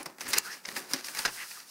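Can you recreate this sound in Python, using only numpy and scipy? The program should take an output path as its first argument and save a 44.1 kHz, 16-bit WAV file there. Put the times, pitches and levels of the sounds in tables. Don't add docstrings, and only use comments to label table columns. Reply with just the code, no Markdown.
import sys
import numpy as np
from scipy import signal
from scipy.io import wavfile

SR = 44100
rng = np.random.default_rng(int(sys.argv[2]) if len(sys.argv) > 2 else 0)


def file_out(sig):
    cols = np.atleast_2d(sig).T
    lim = np.clip(cols, -1, 1)
    pcm = np.round(lim * 32767).astype(np.int16)
    wavfile.write(sys.argv[1], SR, pcm)


N = 74970
T = np.arange(N) / SR
HZ = np.fft.rfftfreq(8192, 1 / SR)


PUSHES = [(.008, 0.037, 0.022, 0.32, -47, -46, -49.5, -50),
          (.075, 0.045, 0.064, 0.8, -52.5, -57, -58.5, -61),
          (.224, 0.026, 0.023, 0.7, -52.5, -48, -47, -45),
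          (0.273, 0.026, 0.017, 0.74, -50.5, -41, -41, -47),
          (.288, 0.0065, .011, 0.4, -53.5, -40, -42, -32.5),
          (.303, 0.0078, .012, .25, -47, -40.5, -41, -35),
          (.345, 0.029, 0.022, 0.42, -47, -39.5, -35, -39.5),
          (0.375, .013, 0.018, 0.44, -44.5, -32, -32.5, -37),
          (.462, 0.032, 0.02, 0.18, -59.5, -51.5, -44.5, -45.5),
          (0.528, 0.11, 0.062, .15, -57.5, -49.5, -47.5, -48.5),
          (0.689, 0.039, 0.092, 0.47, -54, -50.5, -47.5, -48),
          (0.776, 0.02, 0.027, 0.64, -46.5, -41, -38, -37.5), (.82, 0.05, 0.082, .1, -54, -53, -52, -52),
          (0.916, .022, 0.01, 0.4, -53, -50.5, -44.5, -43),
          (0.953, 0.046, 0.058, 0.4, -52, -43.5, -41, -45),
          (1.066, 0.023, 0.012, .5, -61, -50, -40.5, -41.5),
          (1.094, 0.028, 0.036, 0.06, -54.5, -49, -45, -43.5),
          (1.189, 0.049, 0.078, 0.25, -53.5, -40.5, -39.5, -38.5),
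          (1.279, 0.0053, 0.018, 0.26, -46.5, -35, -39, -47),
          (1.35, 0.059, 0.047, 0.2, -65, -67, -46, -43.5),
          (1.43, 0.083, 0.034, 0, -64.5, -44.5, -44.5, -45.5),
          (1.514, 0.073, 0.068, 0.08, -83, -57.5, -47, -45.5),
          (1.583, 0.08, 0.069, 0.1, -69, -55, -50.5, -50.5),
          (1.695, 0.031, .03, 0.15, -92, -67, -52, -52.5)]
GRAINS_PER_S, GRAIN_SPREAD_DB = 2600, 4.5
JUDDER_DB, JUDDER_HZ = 2.1, 110
PUSH_SHAPE = 1.55

def rustle(registers):
    size = amp(GRAIN_SPREAD_DB * np.minimum(rng.exponential(1, N), 4))
    grains = rng.choice([-1., 1.], N) * size * (rng.random(N) < GRAINS_PER_S / SR)
    judder = low_noise(JUDDER_HZ, N)
    grains = unit(grains * amp(JUDDER_DB * judder))
    hiss = rng.standard_normal(N)
    grain_power, hiss_power = np.zeros((2, len(registers), N))
    for peak, rise, fall, crackle, *levels in PUSHES:
        swell = np.exp(-(abs(T - peak) / np.where(T < peak, rise, fall)) ** PUSH_SHAPE)
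        power = (amp(levels)[:, None] * swell) ** 2
        grain_power += crackle * power
        hiss_power += (1 - crackle) * power
    return sum(through(grains * np.sqrt(rough) + hiss * np.sqrt(smooth), response)
               for rough, smooth, response in zip(grain_power, hiss_power, registers))


# start and length in seconds, crease resonance in Hz,
# then flap, body, rasp and fizz levels in dB.
SNAPS = [(.0290, .003, 10100, -73, -58, -46.5, -40.5), (0.0581, 0.0049, 5260, -43.5, -39.5, -36, -39),
         (0.1834, 0.0018, 1900, -50.5, -47.5, -49, -51), (0.2075, 0.0014, 6200, -53, -36, -30.5, -39),
         (0.2125, 0.0027, 2140, -67, -39, -37.5, -42), (0.3322, 0.0062, 2040, -54, -28, -23, -27.5),
         (0.3612, 0.0032, 2700, -43.5, -37, -40, -52), (0.3817, 0.00081, 2780, -48, -28, -18.5, -20),
         (0.3849, 0.00063, 11100, -49, -47, -16, -10.5), (0.6513, 0.002, 2050, -66, -36.5, -42.5, -60),
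         (0.6551, 0.002, 5800, -62, -44, -32.5, -56), (0.687, .0023, 1760, -47.5, -35, -34.5, -44),
         (0.714, 0.0018, 1990, -59, -43, -54, -48), (0.7612, 0.0028, 2020, -62, -36, -44, -45),
         (0.7659, 0.0063, 1800, -45.5, -36, -38.5, -44), (0.9348, 0.0014, 6500, -56, -30, -18.5, -23.5),
         (0.9379, 0.0049, 1820, -42, -39.5, -30, -35.5), (1.0436, .003, 5170, -74, -43, -34, -41.5),
         (1.0840, 0.0025, 2670, -70, -38, -36.5, -46), (1.149, 0.00096, 2200, -55, -38, -33.5, -34.5),
         (1.1715, .002, 1900, -52, -37, -35.5, -46), (1.1888, 0.0033, 4650, -49, -34, -27, -31),
         (1.2505, 0.002, 1460, -35.5, -22.5, -28, -34), (1.2542, 0.0065, 1560, -41.5, -28, -25.5, -35.5),
         (1.51, 0.0045, 2550, -63, -43, -47.5, -62), (1.6005, 0.0028, 4200, -76, -50.5, -45, -52)]
SNAP_ATTACK_S, SNAP_RELEASE = 0.000063, 0.79
REGISTER_RING_S = (0.003, 0.0019, 0, 0)
FIRST_SLIP_BOOST, FIRST_SLIP_S = 0.5, 0.00048
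CREASE_Q, CREASE_GAIN = 8, 1.93

def snaps(registers):
    out, t = np.zeros(N), T[:4096]
    attack = np.minimum(t / SNAP_ATTACK_S, 1)
    first_slip = 1 + FIRST_SLIP_BOOST * np.exp(-t / FIRST_SLIP_S)
    for start, length, crease_hz, *levels in SNAPS:
        clicks = rng.choice([-1., 1.], len(t))
        crease = signal.iirpeak(crease_hz, CREASE_Q, fs=SR)
        for db, response, ring_s in zip(levels, registers, REGISTER_RING_S):
            envelope = attack * np.exp(-np.maximum(t - length, 0) / (SNAP_RELEASE * length + ring_s))
            burst = through(clicks * envelope * first_slip, response)
            burst += CREASE_GAIN * signal.lfilter(*crease, burst)
            add(out, start, amp(db) * burst * np.linalg.norm(envelope) / np.linalg.norm(burst))
    return out


# frequency in Hz, relative spectral level in dB.
PAPER_SPECTRUM = [(30, -42), (95, -32), (140, -6.5), (200, -2.5), (300, 1), (400, 1), (520, 0), (700, -1.5),
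                  (1150, 5), (1600, 9), (2100, 7.5), (2800, 4), (3300, -1.5), (4000, 2.5), (4900, 7.5),
                  (6200, 4), (7600, -2), (8500, 0), (9800, -1), (12000, -5.5), (14000, -6), (15600, -8.5)]
CROSSOVERS_HZ = [808, 3320, 6850]

def paper_registers(order=10):
    lowpasses = [1 / (1 + (HZ / hz) ** order) for hz in CROSSOVERS_HZ]
    bands = np.diff([np.zeros_like(HZ), *lowpasses, np.ones_like(HZ)], axis=0)
    colour = amp(curve_at(PAPER_SPECTRUM, HZ))
    return [minimum_phase(colour * np.sqrt(abs(band))) for band in bands]


# start and length in seconds, first and last pitch in Hz, level in dB.
SLIDES = [(0.444, 0.062, 1408, 1523, -42), (0.483, 0.0763, 1649, 1967, -43), (.5, 0.056, 5330, 5450, -44),
          (1.367, 0.087, 2000, 1945, -43), (1.368, 0.075, 2747, 2690, -48.5),
          (1.551, 0.038, 1653, 970, -50)]
SLIDE_WIDTH = 0.29

def slides():
    out = np.zeros(N)
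    for start, length, first_hz, last_hz, db in SLIDES:
        progress = np.arange(0, 1, 1 / (length * SR))
        pole = np.exp(-np.pi * SLIDE_WIDTH * first_hz / SR)
        friction = (rng.standard_normal(N) + 1j * rng.standard_normal(N))[:len(progress)]
        baseband = signal.lfilter([1], [1, -2 * pole, pole * pole], friction)
        pitch_hz = first_hz + (last_hz - first_hz) * progress
        carrier = np.exp(2j * np.pi * np.cumsum(pitch_hz) / SR)
        add(out, start, amp(db) * unit((baseband * carrier).real) * np.sin(np.pi * progress))
    return out


# start in seconds, knock pitch in Hz, knock and thud in dB.
PAW_STEPS = [(.002, 316, -45, -65), (.06, 330, -42.5, -61), (.25, 257, -44, -54), (0.283, 280, -40.5, -50),
             (.336, 397, -38.5, -52), (.364, 471, -37.5, -53), (.68, 200, -42.5, -59),
             (0.729, 217, -43.5, -70), (0.769, 271, -37.5, -59), (.936, 272, -30.5, -74),
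             (.975, 352, -42, -74), (1.054, 218, -62, -62), (1.188, 255, -44.5, -54),
             (1.254, 684, -36, -41.5)]
# frequency in Hz, relative level in dB, 60 dB decay in seconds.
CASING_MODES = [(164, -7, 0.18), (297, 6, 0.13), (373.2, 1.5, 0.53), (552, 5, .12)]
PAW_ONSET_S, KNOCK_T60_S, CASING_DB = 0.0022, 0.084, -16
THUD_DECAY_S, THUD_HZ = 0.012, 129

def paws():
    out, t = np.zeros(N), T[:SR // 2]
    onset = 1 - np.exp(-t / PAW_ONSET_S)
    casing = amp(CASING_DB) * sum(damped_mode(t, *mode) for mode in CASING_MODES)
    for start, knock_hz, knock_db, thud_db in PAW_STEPS:
        knock = damped_mode(t, knock_hz, knock_db, KNOCK_T60_S)
        thud = amp(thud_db) * low_noise(THUD_HZ, len(t)) * np.exp(-t / THUD_DECAY_S)
        add(out, start, onset * (knock + amp(knock_db) * casing + thud))
    tray = damped_mode(t, hz=127, db=-55, t60=0.6)
    add(out, start=1.262, sound=onset * tray)
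    return out


# frequency in Hz, reverberation time in seconds.
ROOM_T60 = [(150, 0.63), (1500, .25), (6000, 0.13), (15000, 0.045)]
TAIL_DB, EARLY_DB = -19, -24
EARLY_DECAY_S, REFLECTIONS_PER_S = 0.0043, 2000

def reverberation(near):
    t = T[:SR // 2]
    diffuse = rng.standard_normal(len(t)) * (t > 0.004)
    hz, times, spectrum = signal.stft(diffuse, SR, nperseg=256)
    decay = amp(-60 * times / curve_at(ROOM_T60, hz)[:, None])
    _, tail = signal.istft(spectrum * decay, SR, nperseg=256)
    early = rng.standard_normal(len(t)) * (rng.random(len(t)) < REFLECTIONS_PER_S / SR)
    early *= (t > 0.001) * np.exp(-t / EARLY_DECAY_S)
    return (amp(TAIL_DB) * through(near, tail / np.linalg.norm(tail))
            + amp(EARLY_DB) * through(near, early / np.linalg.norm(early)))


# frequency in Hz, relative spectral level in dB.
ROOM_TONE_SPECTRUM = [(30, -64), (85, -42), (140, -0.5), (200, 2.5), (350, -3), (700, -3), (1500, 2.5),
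                      (3200, -18.5), (5500, -7.5), (10000, -13), (16000, -9.5)]

def room_tone(db=-60.5):
    colour = minimum_phase(amp(curve_at(ROOM_TONE_SPECTRUM, HZ)))
    return amp(db) * through(rng.standard_normal(N), colour)


def damped_mode(t, hz, db, t60):
    return amp(db - 60 * t / t60) * np.sin(2 * np.pi * hz * t)


def low_noise(cutoff_hz, samples):
    lowpass = signal.butter(2, cutoff_hz, fs=SR, output="sos")
    return unit(signal.sosfilt(lowpass, rng.standard_normal(samples)))


def minimum_phase(gain):
    log_gain = np.log(np.maximum(gain / gain.max(), 1e-4))
    log_spectrum = np.conj(signal.hilbert(np.r_[log_gain, log_gain[-2:0:-1]]))
    response = np.fft.ifft(np.exp(log_spectrum)).real[:2048]
    return response / np.linalg.norm(response)


def amp(db):
    return 10 ** (np.asarray(db) / 20)


def unit(x):
    return x / np.sqrt(np.mean(x ** 2) + 1e-20)


def curve_at(points, hz):
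    frequencies, values = np.transpose(points)
    return np.interp(np.log(hz + 1), np.log(frequencies), values)


def add(mix, start, sound):
    part = mix[max(round(start * SR), 0):][:len(sound)]
    part += sound[:len(part)]


def through(x, response):
    return signal.fftconvolve(x, response)[:len(x)]


def scene():
    registers = paper_registers()
    near = rustle(registers) + snaps(registers) + slides() + paws()
    background = room_tone()
    return (near + reverberation(near) + background)[None]


def record(dry):
    lowpass = signal.firwin(511, cutoff=15800, window=("kaiser", 8), fs=SR)
    return signal.oaconvolve(dry, lowpass[None], "same")


dry = scene()
out = record(dry)
file_out(out)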